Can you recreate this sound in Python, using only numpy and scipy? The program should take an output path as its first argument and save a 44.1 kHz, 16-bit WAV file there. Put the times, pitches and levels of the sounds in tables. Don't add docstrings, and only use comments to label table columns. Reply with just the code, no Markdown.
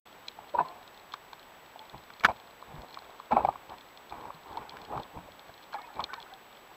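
import sys
import numpy as np
from scipy.fft import rfft, irfft, next_fast_len
from scipy.io import wavfile
from scipy.ndimage import map_coordinates

SR = 44100
rng = np.random.default_rng(int(sys.argv[2]) if len(sys.argv) > 2 else 0)


def dump(signal):
    limited = np.clip(np.atleast_2d(signal).T, -1, 1)
    pcm = np.round(limited * 32767).astype(np.int16)
    wavfile.write(sys.argv[1], SR, pcm)


N = 298116


def amp(db):
    return 10 ** (np.asarray(db) / 20)


def unit(x):
    return x / np.sqrt(np.mean(x ** 2) + 1e-20)


def clock():
    return np.arange(N) / SR


def wobble(rate):
    knots = rng.standard_normal(int(N * rate / SR) + 4)
    return map_coordinates(knots, [clock() * rate])


def coloured(x, points):
    size = next_fast_len(N + 8192)
    hz, db = np.transpose(points)
    log_hz = np.log(np.fft.rfftfreq(size, 1 / SR) + 1)
    gain = amp(np.interp(log_hz, np.log(hz), db))
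    return unit(irfft(rfft(x, size) * gain, size)[:N])


def noise(points):
    return coloured(rng.standard_normal(N), points)


def swell(t, rise, t60):
    build_up = np.exp(-(np.minimum(t, 0) / rise) ** 2)
    return build_up * amp(-60 * np.maximum(t, 0) / t60)


def ring(t, hz, rise, t60):
    return swell(t, rise, t60) * np.cos(2 * np.pi * hz * t)


def stray(t, hz, rise, t60):
    return swell(t, rise, t60) * np.sin(2 * np.pi * (hz * t + rng.random()))


def around(s):
    first = max(int((s - .01) * SR), 0)
    last = min(int((s + .15) * SR), N)
    span = np.arange(first, last)
    return span, span / SR - s


def electronics():
    # (frequency [Hz], relative level [dB])
    hiss_colour = [(8800, -58), (9800, -13), (11000, -7.5), (12500, -2), (14500, 2), (15500, -1)]
    whine_hz = 7867
    whine = amp(-68) * np.sin(2 * np.pi * whine_hz * clock())
    return amp(-66.5) * noise(hiss_colour) + whine


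def effort():
    # (time of full effort [s], build-up [s], hold [s],
    #                         rub of the gear [dB], slosh of the water [dB])
    moves = [(0.401, 0.035, 0.086, -56, -65), (0.54, 0.0032, .03, -40, -53),
             (0.591, 0.018, 0.012, -32.5, -49), (0.68, 0.048, 0.11, -56, -75),
             (1.941, 0.0084, 0.0072, -50.5, -46), (2.249, 0.013, 0.051, -41, -43),
             (2.69, 0.014, 0.15, -52, -56), (2.95, 0.091, 0.2, -56, -67.5), (3.316, 0.008, 0.078, -32, -46),
             (3.42, 0.016, 0.077, -40.5, -46), (3.701, 0.0094, 0.038, -46.5, -59),
             (4.114, 0.0066, .18, -47, -58), (4.533, 0.079, 0.095, -46, -58),
             (4.768, 0.087, 0.078, -50.5, -60), (4.932, 0.041, 0.07, -39.5, -47),
             (5.165, 0.021, 0.016, -48, -45.5), (5.25, 0.018, 0.061, -60, -56),
             (5.487, 0.021, 0.019, -56.5, -57), (5.741, 0.0091, 0.053, -53, -82),
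             (5.988, 0.034, 0.046, -42.5, -51.5), (6.14, .02, 0.18, -57.5, -82)]
    sag_db_per_s, release_t60_s = 4, 0.14
    wake_db, wake_t60_s = -12, 0.57
    rub, slosh = np.zeros(N), np.zeros(N)
    for s, build, hold, rub_db, slosh_db in moves:
        span = slice(max(int((s - 3 * build) * SR), 0), int((s + hold + 1) * SR))
        t = clock()[span] - s
        since = np.maximum(t - hold, 0)
        build_up = np.exp(-(np.minimum(t, 0) / build) ** 2)
        held = build_up * amp(-sag_db_per_s * np.clip(t, 0, hold))
        release = amp(-60 * since / release_t60_s)
        wake = amp(wake_db - 60 * since / wake_t60_s)
        shape = held * np.maximum(release, wake)
        rub[span] += (amp(rub_db) * shape) ** 2
        slosh[span] += (amp(slosh_db) * shape) ** 2
    return np.sqrt(rub), np.sqrt(slosh)


def water(surge):
    # (frequency [Hz], relative level [dB])
    wash_colour = [(12, -32), (25, -10), (100, -12), (300, -7), (600, -4), (900, -1.5), (1300, -6.5),
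                   (2000, -10), (2800, -13), (3600, -14), (4300, -19), (4800, -22), (7500, -30),
                   (9000, -50.5)]
    # (frequency [Hz], relative level [dB])
    slosh_colour = [(10, -34), (28, -17.5), (55, 7), (100, 2.5), (160, 2), (230, 2), (330, -2.5),
                    (600, -10), (1500, -65)]
    wash = amp(-54.0 + 0.16 * wobble(25)) * noise(wash_colour)
    lumps = amp(3 * wobble(60))
    return wash + surge * unit(noise(slosh_colour) * lumps)


def snaps():
    # (time of the crest [s], level of the main mode [dB], pitch [Hz])
    near = [(0.284, -25.5, 3990), (0.686, -42, 4220), (1.1385, -31, 3670), (1.3327, -40.5, 3660),
            (1.7933, -40.5, 3340), (1.8974, -42, 3560), (2.1986, -38.5, 3350), (2.82, -42, 3330),
            (2.9445, -34, 3320), (2.9901, -42.5, 4080), (3.7841, -42.5, 3450), (3.8103, -45, 3500),
            (3.9749, -41, 3480), (4.5724, -38, 3563), (4.6953, -33.5, 4180), (4.8173, -41.5, 3540),
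            (5.034, -40.5, 3530), (5.7398, -40, 4160), (6.0058, -36, 3460), (6.0412, -22, 3680),
            (6.1402, -34.5, 3670), (6.2276, -40, 3400), (6.3382, -40.5, 3620)]
    faintest_db, spread_db = -52, 2.5
    far = []
    for when, size, pitch in rng.random((100, 3)):
        far_db = faintest_db - spread_db * np.log(1 - size)
        far.append((when * N / SR, far_db, 3000 + 1100 * pitch))
    out = np.zeros(N)
    for s, db, hz in list(near) + far:
        span, t = around(s)
        main = ring(t, hz, rise=0.00058, t60=0.01)
        wall = amp(-9) * stray(t, 4230, rise=0.0022, t60=0.02)
        wall += amp(-4.5) * stray(t, 3335, rise=0.00013, t60=0.013)
        edge = amp(-5) * stray(t, 4950, rise=0.00021, t60=0.0026)
        edge += amp(-27) * stray(t, 6800, rise=0.0012, t60=0.01)
        low = amp(-13.5) * stray(t, 2390, rise=0.00087, t60=0.018)
        out[span] += amp(db) * (main + wall + edge + low)
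    return out


def bubbles():
    # (time of the crest [s], level before the waver [dB],
    #                              pitch at the crest [Hz], t60 [s])
    gurgles = [(0.545, -24.5, 595, 0.047), (0.551, -22, 954, 0.08), (0.59, -18, 974, 0.052),
               (0.593, -42, 1740, 0.11), (0.606, -27, 701, 0.086), (0.608, -21, 996, 0.046),
               (0.652, -39.5, 1027, 0.32), (0.7, -47.5, 703, 0.48), (1.803, -44, 872, 0.2),
               (5.755, -33.5, 798, 0.13), (5.788, -37.5, 1207, 0.087), (5.845, -55, 2500, 0.17),
               (5.89, -43.5, 1270, 0.053), (6.103, -41.5, 1500, 0.26), (6.18, -40, 920, 0.13),
               (6.323, -43, 764, 0.18)]
    # (start [s], upper level of the first ones before the waver [dB])
    puffs = [(4.12, -52), (4.52, -49), (5.73, -39.5), (6.09, -46)]
    puff_s, puff_fade_db = .25, 5
    trickle_db = -58
    large, fizz = np.zeros(N), np.zeros(N)
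    for s, db, hz, t60 in gurgles:
        span, t = around(s)
        large[span] += amp(db) * stray(t, hz * (1 + 0.17 * t), rise=0.0033, t60=t60)
    small = [(when * N / SR, trickle_db) for when in rng.random(180)]
    for s, db in puffs:
        for age in rng.random(20) ** 1.5:
            small.append((s + puff_s * age, db - puff_fade_db * age))
    for (s, db), (size, pitch) in zip(small, rng.random((len(small), 2))):
        span, t = around(s)
        rising_hz = 720 * 3.4 ** pitch * (1 + 0.35 * t)
        level = amp(db - 5 * size - 7 * pitch)
        fizz[span] += level * ring(t, rising_hz, rise=0.0022, t60=0.1)
    return large * amp(2 * wobble(200)) + fizz * amp(4 * wobble(200))


def thuds():
    # (time of the crest [s], peak level [dB], pitch [Hz])
    pushes = [(0.61, -40.5, 159), (1.953, -45, 147.5), (2.745, -41, 146), (2.787, -42.5, 46.7),
              (3.333, -26, 233), (4.349, -49, 160), (4.968, -36, 134), (5.165, -44.5, 56),
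              (5.184, -44, 177)]
    out = np.zeros(N)
    for s, db, hz in pushes:
        span, t = around(s)
        out[span] += amp(db) * ring(t, hz, rise=.004, t60=0.13)
    return out


def rubbing(pressure):
    # (frequency [Hz], relative level [dB])
    rub_colour = [(100, -31), (220, -12), (400, -2.5), (680, -4), (850, 4), (1080, -0.5), (1350, -14),
                  (1700, -18.5), (2600, -44), (4000, -28), (9000, -85)]
    # (frequency [Hz], relative level [dB])
    wall_colour = [(1200, -58), (1950, -26), (2250, -9.5), (2550, 11), (2900, -5), (3700, -15), (5000, -54),
                   (9000, -65.5)]
    slipping = rng.random(N) < 900 / SR
    jerks = unit(slipping * np.sign(rng.standard_normal(N)))
    slips = jerks + .5 * rng.standard_normal(N)
    main = pressure * coloured(slips, rub_colour)
    wall = amp(9.5) * pressure ** 2 * coloured(slips, wall_colour)
    return main + wall


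def contacts(pressure):
    # (time of the crest [s], level before the final trim [dB], pitch [Hz],
    #                             treble setting [dB], length of its chatter [s])
    strikes = [(0.39, -34.5, 824, -31, 0.00064), (0.5919, -14.5, 1010, -39, 0.0026),
               (0.6133, -24, 845, -33, 0), (1.1407, -27, 1120, -10, 0.00071), (1.3325, -34, 910, -15.5, 0),
               (1.7605, -34, 760, -24, .007), (1.9468, -33, 880, -29, 0.00066),
               (2.1035, -41.5, 950, -4.5, 0.0014), (2.2083, -41, 1370, 1.5, 0.0021),
               (2.2384, -22, 1010, -5, 0), (2.2438, -21, 920, -23, 0), (2.248, -10.5, 1450, -6, 0),
               (2.252, -14, 1620, -3, 0.0104), (2.267, -27, 1160, -27, 0.00021),
               (2.2877, -17.5, 805, -22, 0.0302), (2.6268, -34.5, 1060, -31, 0.0014),
               (2.8362, -37.5, 693, -18, 0), (2.974, -30.5, 1100, -20, 0),
               (3.2015, -29.5, 1084, -30, 0.0024), (3.317, -22.5, 960, -18, 0),
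               (3.3223, -14.5, 835, -24.5, .021), (3.3692, -8.5, 796, -30, 0),
               (3.3765, -16, 773, -38, 0.025), (3.4077, -20.5, 860, -34, 0),
               (3.4504, -10.5, 780, -27, .006), (3.4894, -12.5, 790, -47, 0.0019),
               (3.5587, -30.5, 1059, -31, 0.0033), (4.1253, -29.5, 810, -15, 0),
               (4.2555, -33, 900, -17, 0.0023), (4.306, -30, 1080, -28, 0.0035),
               (4.5736, -23.5, 920, -25, 0.0118), (4.626, -45.5, 1000, -7.5, .011),
               (4.77, -40.5, 1250, -0.5, 0.0037), (4.9369, -26.5, 766, -45, 0.029),
               (4.9781, -25.5, 1130, -20, 0.0015), (5.1757, -34.5, 913, -23, 0),
               (5.288, -39, 586, -27, 0.0027), (5.4949, -36.5, 670, -18, 0), (5.7312, -34, 1080, -12, 0),
               (5.7453, -29.5, 903, -13, 0.018), (5.995, -23, 966, -21, 0.027),
               (6.135, -25, 1050, -12, .007)]
    bounce_gap_s, chatter_loss_db, scatter_db = .0048, 14, 2
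    taps_per_s, tap_over_rub_db, tap_hz, tap_treble_db = 30, 14, 870, -12.5
    tap_most_db = -39.5
    rows = []
    for s, db, hz, treble_db, chatter in strikes:
        rows.append((s, db, hz, treble_db))
        for k, (late, size, pitch) in enumerate(rng.standard_normal((12, 3)), 1):
            delay = k * bounce_gap_s
            if delay < chatter:
                bounce_db = db - chatter_loss_db * delay / chatter + scatter_db * size
                rows.append((s + delay + 0.00039 * late, bounce_db, hz * np.exp(.08 * pitch), treble_db))
    for k, (when, size, pitch) in enumerate(rng.random((250, 3))):
        s = (k + when) / taps_per_s
        if s < (N - 1) / SR:
            rub_db = 20 * np.log10(pressure[int(s * SR)] + 1e-6)
            tap_db = min(rub_db + tap_over_rub_db, tap_most_db) - 8 * size
            rows.append((s, tap_db, tap_hz * 1.6 ** (pitch - .5), tap_treble_db))
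    return rows


def knocks(pressure):
    # (frequency [Hz], relative level [dB])
    crack_colour = [(100, -11.5), (600, -6), (1500, 8.5), (2250, -5), (2650, -6), (3400, -7.5), (4200, -14),
                    (4700, -13), (6000, -20), (8000, -29), (9100, -48), (10500, -28.5), (15000, -35)]
    body, contact_power = np.zeros(N), np.zeros(N)
    for s, db, hz, treble_db in contacts(pressure):
        span, t = around(s)
        life = 10.8 / hz
        main = ring(t, hz, rise=.0015, t60=life)
        after_hz = 850 * np.exp(0.234 * rng.normal())
        after = amp(-16.5) * stray(t, after_hz, rise=0.0064, t60=0.042)
        wall = amp(0.67 * treble_db - 5.5) * stray(t, 2297, rise=0.0018, t60=0.012)
        body[span] += amp(db) * (main + after + wall)
        crack = amp(db + 1.125 * treble_db) * swell(t, rise=0.0011, t60=0.023)
        contact_power[span] += crack ** 2
    return amp(0.4) * body + amp(3.5) * np.sqrt(contact_power) * noise(crack_colour)


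def scene():
    pressure, surge = effort()
    background = water(surge) + electronics()
    events = thuds() + snaps() + bubbles()
    gear = rubbing(pressure) + knocks(pressure)
    return (background + events + gear)[None]


def record(dry):
    top_hz = 15600
    opening = np.clip((clock() - .054) / .004, 0, 1)
    passed = np.fft.rfftfreq(N, 1 / SR) < top_hz
    return irfft(rfft(dry * opening) * passed, N)


dry = scene()
out = record(dry)
dump(out)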